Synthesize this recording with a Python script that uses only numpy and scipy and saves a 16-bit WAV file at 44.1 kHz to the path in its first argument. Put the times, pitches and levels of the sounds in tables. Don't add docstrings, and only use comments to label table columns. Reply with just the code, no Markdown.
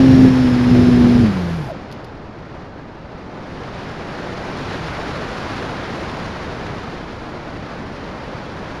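import sys
import numpy as np
from scipy import signal
from scipy.fft import rfft, irfft
from scipy.io import wavfile

SR = 44100
rng = np.random.default_rng(int(sys.argv[2]) if len(sys.argv) > 2 else 0)


def dump(signal):
    limited = np.clip(np.atleast_2d(signal).T, -1, 1)
    pcm = np.round(limited * 32767).astype(np.int16)
    wavfile.write(sys.argv[1], SR, pcm)


N = 388080
TIME = np.arange(N) / SR

# time in seconds, speed in turns per second.
SHAFT_SPEED = [(0, 132.4), (.42, 127.6), (.5, 123.7), (.88, 123.3), (1.04, 121.2), (1.21, 121.1),
               (1.31, 98), (1.44, 86.5), (1.57, 83.3), (1.68, 61), (1.74, 38), (1.755, 19), (1.82, 0)]
# start in seconds, end in seconds, level added to the wash in dB.
ROUGH_AIR = [(-.05, .285, 6.5), (0.207, 0.262, 4.5), (0.698, 1.29, 6)]
# multiple of the shaft rate, relative level in dB, waver in dB.
PROP_ORDERS = [(1, -9, 2.5), (2, 0.5, -0.16), (3, -20.5, 3), (4, -22.5, 3), (6, -34.5, 3.5),
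               (13, -34.5, 3.5)]
# frequency in Hz, relative density in dB per Hz.
WASH_COLOUR = [(20, -26), (40, -14), (62, -6), (95, -1.5), (125, -5.5), (180, -0.5), (260, -7.5),
               (370, -7.5), (520, -21), (750, -23), (1200, -47), (3000, -73)]
# frequency in Hz, relative density in dB per Hz.
HISS_COLOUR = [(600, -21), (1700, 5), (2600, 2), (4000, -1), (5200, -2.5), (6500, -11), (8500, -16),
               (12000, -20.5)]
# frequency in Hz, relative density in dB per Hz.
SIZZLE_COLOUR = [(2000, -15), (5000, 3.5), (8500, -5), (12000, -4)]
# time in seconds, strength in dB.
AIRFLOW_STRENGTH = [(0, -30.5), (1.35, -32.5), (1.85, -40.5), (2.2, -43), (3.08, -43), (3.75, -36),
                    (4.7, -31.5), (5.55, -31.5), (6.45, -33), (7.3, -37), (8.8, -36)]
# frequency in Hz, relative density in dB per Hz.
AIR_COLOUR = [(20, -9), (50, -2.5), (110, 0.76), (170, 0.5), (330, -2.5), (600, -5), (1000, -7.5),
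              (1600, -10), (3000, -19.5), (4500, -22.5), (5500, -27), (6500, -33), (9000, -42),
              (12000, -49.5)]
# frequency in Hz, gain in dB per dB of airflow.
AIR_GROWTH = [(40, 0.3), (120, 0.7), (300, 0.63), (700, 0.73), (1400, 1.0), (2800, 1.24), (5000, 1.26),
              (9000, 1.6)]
# centre in Hz, width in Hz, level in dB.
MOUNT_MODES = [(227, 59, -28.5), (635, 150, -27), (814, 140, -37)]
# time in seconds, level in dB.
FOLD_TICKS = [(1.9145, -39), (1.924, -34.5), (1.9265, -45), (2.0435, -41), (2.046, -45)]
# frequency in Hz, relative density in dB per Hz.
TICK_COLOUR = [(1000, -20), (3300, 3), (4900, 3), (7000, -12), (9000, -17), (11500, -9)]

REFERENCE_TURNS_PER_S = 124
TONE_DB, TONE_POWER = -14.5, 2.86
WASH_DB, WASH_POWER = -20.5, 3
HISS_DB, HISS_POWER = -37, 2.7
BUFFET_EDGE_S = 0.072
TONE_FOLLOWS, HISS_FOLLOWS = 0.63, 0.29
SIZZLE_DB, SIZZLE_PART_THROTTLE_DB = -58, 5.5
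POWER_OFF_S, POWER_FADE_S = 1.715, 0.03
CRUISE_DB, AIR_DB = -32, -26
BRAKE_S, BRAKE_RISE_S = 1.65, 0.067
CUTOFF_HZ = 12100


def from_db(db):
    return 10 ** (np.asarray(db) / 20)


def rms_one(x):
    return x / np.sqrt(np.mean(x ** 2) + 1e-20)


def in_time(rows):
    return np.interp(TIME, *np.transpose(rows))


def at_hz(points, hz):
    known_hz, values = np.transpose(points)
    return np.interp(np.log(np.maximum(hz, 1)), np.log(known_hz), values)


def ramp(s, length_s):
    return np.clip((TIME - s) / length_s + 0.5, 0, 1)


def drift(rate_hz):
    hz = np.fft.rfftfreq(N, 1 / SR)
    spectrum = rfft(rng.standard_normal(N))
    return rms_one(irfft(spectrum / (1 + (hz / rate_hz) ** 2), N))


def noise(colour):
    gain = from_db(at_hz(colour, np.fft.rfftfreq(N, 1 / SR)))
    return rms_one(irfft(rfft(rng.standard_normal(N)) * gain, N))


def octaves(x, count=9):
    centres_hz = 40 * 2.0 ** np.arange(count)
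    spectrum, hz = rfft(x), np.fft.rfftfreq(N, 1 / SR)
    bands = []
    for centre_hz in centres_hz:
        weight = at_hz(np.c_[centres_hz, centres_hz == centre_hz], hz)
        bands.append((centre_hz, irfft(spectrum * weight, N)))
    return bands


def speed():
    return in_time(SHAFT_SPEED) / REFERENCE_TURNS_PER_S


def buffeting():
    extra_db = np.zeros(N)
    for start_s, end_s, db in ROUGH_AIR:
        extra_db += db * (ramp(start_s, BUFFET_EDGE_S) - ramp(end_s, BUFFET_EDGE_S))
    return extra_db


def propeller(angle):
    tones = np.zeros(N)
    for multiple, level_db, waver_db in PROP_ORDERS:
        tone = np.sin(round(multiple) * angle + rng.uniform(0, 2 * np.pi))
        tones += from_db(level_db + waver_db * drift(14)) * tone
    level = from_db(TONE_DB + TONE_FOLLOWS * buffeting()) * speed() ** TONE_POWER
    return np.sqrt(2) * level * tones


def wash(angle, chop=0.4, lumpy_db=1.4):
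    level = from_db(WASH_DB + buffeting() + lumpy_db * drift(13)) * speed() ** WASH_POWER
    blade_pulse = 1 + chop * np.sin(2 * angle)
    return level * rms_one(noise(WASH_COLOUR) * blade_pulse)


def motor(angle, chop=0.18, whine_db=-48, whine_waver_db=1.8):
    hiss_level = from_db(HISS_DB + HISS_FOLLOWS * buffeting()) * speed() ** HISS_POWER
    hiss = hiss_level * noise(HISS_COLOUR) * (1 + chop * np.sin(2 * angle))
    load = speed() ** 3
    whine = load * from_db(whine_db + whine_waver_db * drift(15)) * np.sin(42 * angle)
    return hiss + np.sqrt(2) * whine


def controller(part_throttle=0.75):
    chopping = np.interp(speed(), [part_throttle, 1], [1, 0])
    powered = 1 - ramp(POWER_OFF_S, POWER_FADE_S)
    level = from_db(SIZZLE_DB + SIZZLE_PART_THROTTLE_DB * chopping)
    return powered * level * noise(SIZZLE_COLOUR)


def airflow(gust_db=0.31, eddy_db=0.5, flutter_db=1.3, flutter_hz=3500):
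    excess_db = in_time(AIRFLOW_STRENGTH) - CRUISE_DB + gust_db * drift(6.6)
    flutter = flutter_db * drift(45)
    rush = np.zeros(N)
    for hz, band in octaves(noise(AIR_COLOUR)):
        treble_share = hz / (hz + flutter_hz)
        band_db = at_hz(AIR_GROWTH, hz) * excess_db + eddy_db * drift(27) + treble_share * flutter
        rush += band * from_db(band_db)
    return from_db(AIR_DB) * rush


def brake(angle, rough=0.51):
    hz, winding = 13 * in_time(SHAFT_SPEED), np.sin(13 * angle)
    response = np.zeros(N)
    for centre_hz, width_hz, db in MOUNT_MODES:
        response += from_db(db) / (1 + (2 * (hz - centre_hz) / width_hz) ** 2)
    braking = ramp(BRAKE_S, BRAKE_RISE_S) * (hz > 0)
    return np.sqrt(2) * braking * response * winding * (1 + rough * drift(90))


def folding_blades(t60_s=0.026):
    envelope = np.zeros(N)
    for start_s, db in FOLD_TICKS:
        decay_db = 60 * np.maximum(TIME - start_s, 0) / t60_s
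        envelope += (TIME >= start_s) * from_db(db - decay_db)
    return envelope * noise(TICK_COLOUR)


def scene():
    angle = 2 * np.pi * np.cumsum(in_time(SHAFT_SPEED)) / SR
    drive = propeller(angle) + wash(angle) + motor(angle) + controller()
    return (drive + airflow() + brake(angle) + folding_blades())[None]


def record(dry, thinned_hz=7950, thinned_width_hz=900):
    rounded = dry / (1 + dry ** 8) ** (1 / 8)
    faded_in = rounded * np.minimum(TIME / 0.002, 1)
    band_b, band_a = signal.iirnotch(thinned_hz, thinned_hz / thinned_width_hz, fs=SR)
    thinned = signal.lfilter(band_b, band_a, faded_in)
    top_cut = signal.ellip(14, 0.1, 80, CUTOFF_HZ, fs=SR, output="sos")
    return signal.sosfilt(top_cut, thinned)


dry = scene()
out = record(dry)
dump(out)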